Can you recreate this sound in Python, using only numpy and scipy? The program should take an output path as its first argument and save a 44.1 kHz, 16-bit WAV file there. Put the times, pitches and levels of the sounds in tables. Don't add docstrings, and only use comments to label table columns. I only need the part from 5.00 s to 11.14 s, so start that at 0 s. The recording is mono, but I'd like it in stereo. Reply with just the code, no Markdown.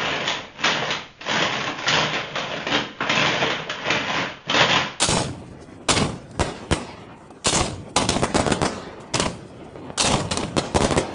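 import sys
import numpy as np
from scipy import signal
from scipy.io import wavfile

SR = 44100
rng = np.random.default_rng(int(sys.argv[2]) if len(sys.argv) > 2 else 0)


def transcribe(u):
    v = np.clip(np.atleast_2d(u).T, -1, 1)
    q = np.round(v * 32767).astype(np.int16)
    wavfile.write(sys.argv[1], SR, q)


N = 270774
TIME = np.arange(N) / SR
STEP = 16
TICKS = TIME[::STEP]
BANDS = np.geomspace(28, 11000, 24)
CUTOFF_HZ = 10600
TAIL_TOP_HZ = 9900

# t/s, spit/dB, jet delay/s, jet/dB, jet length/s,
# jet body/dB, recoil/dB, lift delay/s, lift gust/dB, hiss/dB, boom/dB, boom length/s, knock/dB
LAUNCHES = [(0, -17.5, 0.017, -8, 0.028, 1.5, -32.5, 0.087, -24, -18, -20, 0.082, -4.5),
            (0.885, -11, 0.018, -15.5, 0.031, 10, -18, 0.074, -19, -29, -18, 0.061, -9),
            (2.444, -24, 0.013, -10.5, 0.029, -3.5, -51, 0.083, -8.5, -19.5, -20.5, 0.079, -2),
            (2.96, -20.5, 0.0029, -7.5, 0.0093, 14, -49, .006, -17, -23, -21, 0.053, -9.5),
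            (3.087, -35, 0.002, -4, 0.0025, 7, -23, .0148, -7, -27, -23, .06, -6),
            (4.136, -30, 0.018, -12.5, 0.0038, 13, -20.5, .0615, -4, -28, -24, .06, -6.5),
            (4.976, -16.5, 0.02, -10.5, 0.03, 4.5, -48, 0.068, -9, -21.5, -19, 0.094, -2.5),
            (5.309, -18.5, 0.0055, -13, 0.0014, 4, -21.5, 0.0632, -6.5, -42, -26.5, .06, -8.5)]
# t/s, level/dB, length/s, body/dB
SPARKS = [(1.312, -34.5, 0.0021, -13), (2.303, -47, 0.006, 30.5), (3.999, -43, 0.019, 7)]
# t/s, level/dB
REPORTS = [(0.901, -8), (4.1424, -2.5), (5.008, -1.5)]
# f/Hz, level/dB
JET_SPECTRUM = [(40, -36), (110, -24), (700, -7), (1300, 2), (1900, -8.5), (3300, 0), (5200, -3),
                (6500, -1.5), (11000, -8)]
def jets(rise_s=0.001, fullness=1.48, spit_s=0.019, lift_s=0.0017, lift_body_db=8):
    gusts = [(s, db, length, body_db, rise_s) for s, db, length, body_db in SPARKS]
    gusts += [(s, db, lift_s, lift_body_db, rise_s) for s, db in REPORTS]
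    for s, spit_db, delay, db, length, body_db, _, lift_delay, lift_db, *_ in LAUNCHES:
        gusts += [(s, spit_db, spit_s, body_db, rise_s),
                  (s + delay, db, length, body_db, 0.057 * length),
                  (s + lift_delay, lift_db, lift_s, lift_body_db, rise_s)]
    body = at_bands([(704, 1), (2260, 0)])
    colours = np.array([from_db(db + body_db * body) ** 2 for _, db, _, body_db, _ in gusts])
    swells = np.array([swell(s, length, rise, fullness) for s, _, length, _, rise in gusts])
    return shares(JET_SPECTRUM) * (colours.T @ swells)


def crackle(power, per_s=220, level_db=10.5, spread_db=3.5):
    strength = np.interp(TIME, TICKS, np.sqrt(power[BANDS > 1500].sum(axis=0)))
    shocks = (rng.random(N) < per_s / SR) * strength
    shocks *= from_db(level_db + spread_db * np.clip(rng.standard_normal(N), -2, 2))
    snap = shock(push_s=0.0002, crack_s=0.0001, crack_share=0.23, edge_hz=4500)
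    snap = rack_reflections(snap, spread_s=0.0059, level_db=-14.5)
    return signal.oaconvolve(shocks[None], snap, axes=1)[:, :N]


# f/Hz, correlation
JET_COHERENCE = [(60, 0.83), (250, 0.47), (600, 1), (1400, 0.85), (3000, 0.26), (9000, .05)]
def muzzles(gas, roar, spurts, lag_s=0.000273, bass_hz=410):
    rush = turbulence(gas * spurts, JET_COHERENCE, patchy_db=0.5, patch_rate=50)
    left, right = from_db(-1.5) * (rush + crackle(gas + roar))
    right = np.interp(TIME - lag_s, TIME, right)
    mid, side = (left + right) / 2, (left - right) / 2
    side = signal.sosfiltfilt(signal.butter(1, bass_hz, "high", fs=SR, output="sos"), side)
    return np.array([mid + side, mid - side])


# t/s, level/dB, positive phase/s
THUDS = [(.0876, -6, 0.0038), (2.471, -7, 0.0019), (3.09, -6, 0.0017), (3.642, -8, .0008),
         (4.757, -17.5, 0.0011), (4.7935, -33, 0.0015), (4.903, -17.5, 0.0013)]
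def thuds(near_hz=5500, dulling=0.43, lift_push_s=0.0011):
    lifts = [(s + delay, db - 1.5, lift_push_s) for s, *_, delay, db, _, _, _, _ in LAUNCHES]
    out = np.zeros((2, N))
    for s, db, push_s in THUDS + lifts:
        wave = shock(push_s, crack_s=0.00028, crack_share=0.79, edge_hz=650)
        wave = cut(wave, near_hz * from_db(db * dulling), "low")
        add(out, s, from_db(db) * rack_reflections(wave, spread_s=0.018, level_db=-5))
    return cut(out, 39, "high")


# f/Hz, level/dB
BOOM_SPECTRUM = [(25, -26), (60, -3.5), (120, 1), (350, -4), (700, -7.5), (1100, -6.5), (1700, -9),
                 (3000, -14), (5000, -22), (10000, -30)]
def booms(rise_s=0.0013, fullness=1.563, recoil_s=0.05, treble_db=3, treble_life=0.82, hiss_life=0.78):
    low, top, hiss = np.zeros((3, len(TICKS)))
    roars = []
    for s, *_, recoil_db, lift_delay, _, hiss_db, db, length, _ in LAUNCHES:
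        roars += [(s, recoil_db, recoil_s), (s + lift_delay, db, 1.183 * length)]
        hiss += from_db(hiss_db) ** 2 * swell(s + lift_delay, length * hiss_life, rise_s, fullness)
    for s, db, length in roars:
        low += from_db(db) ** 2 * swell(s, length, rise_s, fullness)
        top += from_db(db + treble_db) ** 2 * swell(s, length * treble_life, rise_s, fullness)
    roar = shares(BOOM_SPECTRUM) * np.where(BANDS[:, None] < 1500, low, top)
    return roar + shares(JET_SPECTRUM) * hiss


def hollow_notes(start_hz=309, end_hz=103.6, sink_s=0.085, rise_s=0.051, fullness=2.13):
    power = np.zeros((len(BANDS), len(TICKS)))
    modes = [(1, -5.5, 1.75, 0.24), (4.1, -2, 1.16, 0.38)]
    for s, *_, lift_delay, _, _, db, length, _ in LAUNCHES:
        lift = s + lift_delay
        hz = end_hz + (start_hz - end_hz) * np.exp(-np.maximum(TICKS - lift, 0) / sink_s)
        for ratio, mode_db, life, width in modes:
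            detuning = np.log(BANDS[:, None] / (hz * ratio)) / width
            peak = 1 / (1 + detuning ** 2) ** 2
            envelope = from_db(db + mode_db) ** 2 * swell(lift, length * life, rise_s, fullness)
            power += peak / peak.sum(axis=0) * envelope
    return power


# f/Hz, correlation (clipped in use)
BOOM_COHERENCE = [(250, 1), (500, 0.92), (900, 0.39), (1500, -1.02), (3000, 0.15), (9000, 0.59)]
def racks(roar):
    noise = turbulence(roar + hollow_notes(), BOOM_COHERENCE, patchy_db=1.5, patch_rate=45)
    return top_cut(noise, TAIL_TOP_HZ)


# f/Hz, level/dB
TUBE_MODES = [(490, -3), (670, -1), (1030, -2.5)]
def tube_ring(size, t60_s=0.06):
    t = TIME[:SR // 10]
    modes = sum(from_db(db) * np.sin(2 * np.pi * hz / size * t) for hz, db in TUBE_MODES)
    return from_db(-10 - 60 * t / t60_s) * modes


def knocks(blow_delay_s=0.0033, rattle_s=0.009, rattle_db=-6, count=4):
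    out = np.zeros((2, N))
    blow = shock(push_s=0.0016, crack_s=0.00062, crack_share=0.63, edge_hz=5600)
    blow = cut(blow, 5100, "low")
    for s, *_, lift_delay, _, _, _, length, db in LAUNCHES:
        knock = s + lift_delay + length
        add(out, knock, from_db(db) * tube_ring(size=np.exp(0.05 * rng.standard_normal())))
        rattle = [(rattle_s * (late - 0.25), rattle_db) for late in rng.random(count)]
        for delay, hit_db in [(blow_delay_s, 0)] + rattle:
            hit = rack_reflections(blow, spread_s=0.0091, level_db=-5.5)
            add(out, knock + delay, from_db(db + hit_db) * hit)
    return from_db(-5) * out


# t/s, shock/dB, scatter/dB, scatter treble/dB, thump/dB
BURSTS = [(1.396, -4.5, -20, -1.5, -8), (1.712, -4.5, -21.5, 1, -5), (3.224, -7.5, -21, -2, -37),
          (3.3453, -6, -23, -2.5, -20), (3.349, -5, -30, 8, -30), (3.384, -7, -22, -1, -14),
          (3.465, -5, -29, -9, -39), (3.506, -6, -23.5, -0.5, -46), (3.617, -3, -26, -6, -35),
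          (3.641, -28, -22.5, -0.5, -43), (5.568, -4.5, -21, -2.5, -30), (5.748, -3, -20.5, -0.5, -8),
          (5.8069, -4.5, -25, 3.5, -17), (5.8353, -7, -22, 0.5, -32), (5.9092, -4, -26.5, 0, -25),
          (5.9647, -5, -23, 0.5, -13)]
def bursts(echo_s=0.0137, echo_db=1.54, thump_hz=72, thump_s=0.0039, level_db=1.0):
    out, t = np.zeros((2, N)), TIME[:SR // 20]
    thump = np.sin(2 * np.pi * thump_hz * t) * np.exp(-t / thump_s)
    sizes = np.exp(0.047 * rng.standard_normal(len(BURSTS)))
    for (s, db, _, _, thump_db), size in zip(BURSTS, sizes):
        direct = shock(push_s=0.0015 * size, crack_s=0.00008, crack_share=0.96, edge_hz=1080)
        direct = rack_reflections(direct, spread_s=0.012, level_db=-13)
        slap = shock(push_s=0.00097 * size, crack_s=0.00038, crack_share=0.64, edge_hz=850)
        slap = rack_reflections(slap, spread_s=0.018, level_db=-16.5)
        for arrival, wave in [(s, direct), (s + echo_s, from_db(echo_db) * slap)]:
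            add(out, arrival, from_db(db + level_db) * wave)
            add(out, arrival, from_db(thump_db) * thump)
    return cut(out, 61, "high")


def ricochets(level_db=12.5, first_s=0.014, spread_s=0.017, fade_db=6, skew_s=0.0003, count=4):
    out = np.zeros((2, N))
    snap = shock(push_s=0.00025, crack_s=0.00012, crack_share=1.0, edge_hz=4800)
    for s, _, db, treble_db, _ in BURSTS:
        for late, side in rng.random((count, 2)):
            arrival = s + first_s + spread_s * late
            echo = from_db(db + treble_db + level_db - fade_db * late) * snap
            for ear, sign in zip(out, (1, -1)):
                add(ear, arrival + sign * skew_s * (side - 0.5), echo)
    return out


# f/Hz, level/dB
SCATTER_SPECTRUM = [(30, -5), (80, -7), (180, -1.5), (380, -0.5), (1000, -5), (2000, -11), (4000, -15.5),
                    (10000, -18.5)]
def scatter(delay_s=0.00886, length_s=0.013, rise_s=0.00047, fullness=1.67, level_db=7.5, early_db=-13):
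    low, top = np.zeros((2, len(TICKS)))
    for s, _, db, treble_db, _ in BURSTS:
        early = from_db(early_db) ** 2 * swell(s, length_s, rise_s, fullness)
        power = from_db(db + level_db) ** 2 * (early + swell(s + delay_s, length_s, rise_s, fullness))
        low += power
        top += power * from_db(treble_db) ** 2
    return shares(SCATTER_SPECTRUM) * np.where(BANDS[:, None] < 1500, low, top)


# f/Hz, level/dB
DECK_SPECTRUM = [(30, -14), (70, -10), (150, 1.5), (330, -4), (600, -2.5), (1500, -11.5), (10000, -42)]
def deck(level_db=-24, delay_s=0.013, rise_s=0.0032, length_s=0.091, fullness=4.0):
    power = sum(from_db(db + level_db) ** 2 * swell(s + delay_s, length_s, rise_s, fullness)
                for s, db, *_ in BURSTS)
    return shares(DECK_SPECTRUM) * power


# f/Hz, level/dB
LAUNCH_ROLL = [(30, -15), (100, -2.5), (300, -3), (800, -30.5), (2000, -28), (10000, -22)]
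BURST_ROLL = [(30, -23), (90, -6.5), (300, -1.5), (800, -8), (1600, -12), (4000, -14.5), (10000, -23)]
# f/Hz, T60/s
ROLL_T60 = [(60, 5.1), (300, 0.98), (1000, 3.14), (3000, 1.08), (10000, 0.3)]
def roll(launch_power, burst_power, tumble_db=1.5, tumble_rate=45):
    retained = from_db(-60 * STEP / (at_bands(ROLL_T60) * SR)) ** 2
    out = 0
    for power, spectrum, db in [(launch_power, LAUNCH_ROLL, -14.5), (burst_power, BURST_ROLL, -6.5)]:
        drive = power.sum(axis=0) + 1e-18
        tails = np.array([signal.lfilter([1 - r], [1, -r], drive) for r in retained])
        out += from_db(db) ** 2 * shares(spectrum) * tails
    return out * from_db(tumble_db * wander(tumble_rate)) ** 2


# f/Hz, level/dB
RUMBLE_SPECTRUM = [(25, -29), (50, -16), (90, -0.5), (300, 5), (700, -3), (1400, -10.5), (3000, -18),
                   (10000, -69)]
# t/s, level/dB
RUMBLE_LEVEL = [(0, -42), (1.4, -40.5), (1.9, -42), (2.4, -47.5), (2.8, -42.5), (4.5, -41.5), (4.8, -36),
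                (5.5, -39)]
def rumble(lumpy_db=2.5, lump_rate=48):
    db = np.interp(TICKS, *np.transpose(RUMBLE_LEVEL)) + lumpy_db * wander(lump_rate)
    return shares(RUMBLE_SPECTRUM) * from_db(db) ** 2


# f/Hz, level/dB
FIZZ_SPECTRUM = [(30, -20), (800, -8.5), (2500, 0), (5000, 8), (10000, 3.5)]
def fizz(stars_db=-63.5, trail_db=-54, flicker_db=4.5, flicker_rate=40):
    trails = sum(swell(s, length_s=0.7, rise_s=0.62, fullness=3) for s, *_ in LAUNCHES)
    power = from_db(stars_db) ** 2 + from_db(trail_db) ** 2 * trails
    return shares(FIZZ_SPECTRUM) * power * from_db(flicker_db * wander(flicker_rate)) ** 2


# f/Hz, correlation
AIR_COHERENCE = [(40, 1), (300, 1), (700, 0.84), (1400, 0.049), (3000, 0.098), (9000, 0.44)]
def open_air(power):
    air = turbulence(power, AIR_COHERENCE, patchy_db=1.78, patch_rate=19)
    return top_cut(shifting_paths(air, above_hz=1170, spread_s=0.0059, depth=0.62), TAIL_TOP_HZ)


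def shock(push_s, crack_s, crack_share, edge_hz):
    t = TIME[:SR // 20]
    blast = (t / push_s - 1) * np.exp(-t / push_s)
    wave = crack_share * np.exp(-2 * t / crack_s)
    add(wave, crack_s, cut(blast, edge_hz, "low"))
    return wave


def rack_reflections(wave, spread_s, level_db, count=14):
    paths = np.zeros((2, SR // 20))
    for ear in paths:
        delay = rng.random(count) ** 2
        taps = (delay * spread_s * SR).astype(int) + 1
        ear[taps] = from_db(level_db) * rng.standard_normal(count) * np.exp(-2 * delay)
    paths = cut(paths, 620, "high", order=1)
    paths[:, 0] += 1
    return signal.fftconvolve(paths, wave[None])


def shifting_paths(x, above_hz, spread_s, depth, count=90):
    out, hop = np.zeros((2, N)), N // count
    window = 1 - np.abs(np.arange(-hop, hop)) / hop
    for start in hop * np.arange(-1, count + 1):
        piece = x[:, max(start, 0):start + 2 * hop]
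        piece = piece * window[max(-start, 0):][:piece.shape[1]]
        path = rng.standard_normal(SR // 100) * np.exp(-TIME[:SR // 100] / spread_s)
        path *= depth / np.linalg.norm(path)
        path[0] += np.sqrt(1 - depth ** 2) - 1
        path = cut(path, above_hz, "high", order=1)
        path[0] += 1
        add(out, start / SR, signal.fftconvolve(piece, path[None]))
    return out


def turbulence(power, coherence, patchy_db, patch_rate):
    out, half_step = np.zeros((2, N)), np.sqrt(BANDS[1] / BANDS[0])
    white = rng.standard_normal((2, 2, N))
    for k, (hz, alike) in enumerate(zip(BANDS, np.clip(at_bands(coherence), -0.99, 0.995))):
        noise = cut(white[k % 2], [hz / half_step, hz * half_step], "band")
        gain = np.sqrt(power[k]) * from_db(patchy_db * wander(patch_rate)) / noise[0, ::STEP].std()
        mid_side = np.sqrt([[(1 + alike) / 2], [(1 - alike) / 2]])
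        out += noise * np.repeat(mid_side * gain, STEP, axis=1)[:, :N]
    mid, side = out
    return np.array([mid + side, mid - side])


def swell(s, length_s, rise_s, fullness):
    t = np.maximum(TICKS - s, 0)
    return (1 - np.exp(-t / rise_s)) ** 2 * np.exp(-np.minimum((t / length_s) ** fullness, 60))


def wander(rate):
    knots = rng.standard_normal(len(TICKS))
    return np.interp(TICKS * rate, np.arange(len(knots)), knots)


def from_db(db):
    return 10 ** (np.asarray(db) / 20)


def at_bands(points):
    hz, value = np.transpose(points)
    return np.interp(np.log(BANDS), np.log(hz), value)


def shares(spectrum):
    power = from_db(at_bands(spectrum)) ** 2 * BANDS
    return (power / power.sum())[:, None]


def cut(x, hz, kind, order=2):
    return signal.sosfilt(signal.butter(order, hz, kind, fs=SR, output="sos"), x + 1e-18)


def top_cut(x, hz=CUTOFF_HZ):
    kernel = signal.firwin(151, hz, fs=SR, window=("kaiser", 7))
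    return signal.oaconvolve(x, kernel[None], "same", axes=1)


def add(track, s, piece):
    start = max(round(s * SR), 0)
    room = track[..., start:start + piece.shape[-1]]
    room += piece[..., :room.shape[-1]]


def scene(sputter_db=2.5, sputter_rate=520, surge_db=2.0, surge_rate=130):
    gas, roar, clatter = jets(), booms(), scatter()
    tails = roll(gas + roar, clatter)
    rough_db = sputter_db * wander(sputter_rate) + surge_db * wander(surge_rate)
    spurts = from_db(rough_db * np.minimum(BANDS[:, None] / 900, 1)) ** 2
    mortars = muzzles(gas, roar, spurts) + racks(roar * spurts)
    near = shifting_paths(mortars, above_hz=1450, spread_s=0.0042, depth=0.5)
    far = open_air(clatter * spurts + deck() + tails + rumble() + fizz())
    return near + far + bursts() + ricochets() + thuds() + knocks()


def record(dry, limit_db=-1, recovery_db_per_s=1800):
    heard = top_cut(dry)
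    peak_db = 20 * np.log10(np.abs(heard).max(axis=0) + 1e-9)
    over_db = np.maximum(peak_db - limit_db, 0)
    recovery_db = recovery_db_per_s * TIME
    duck_db = np.maximum.accumulate(over_db + recovery_db) - recovery_db
    return top_cut(heard * from_db(-duck_db))


dry = scene()
out = record(dry)
transcribe(out)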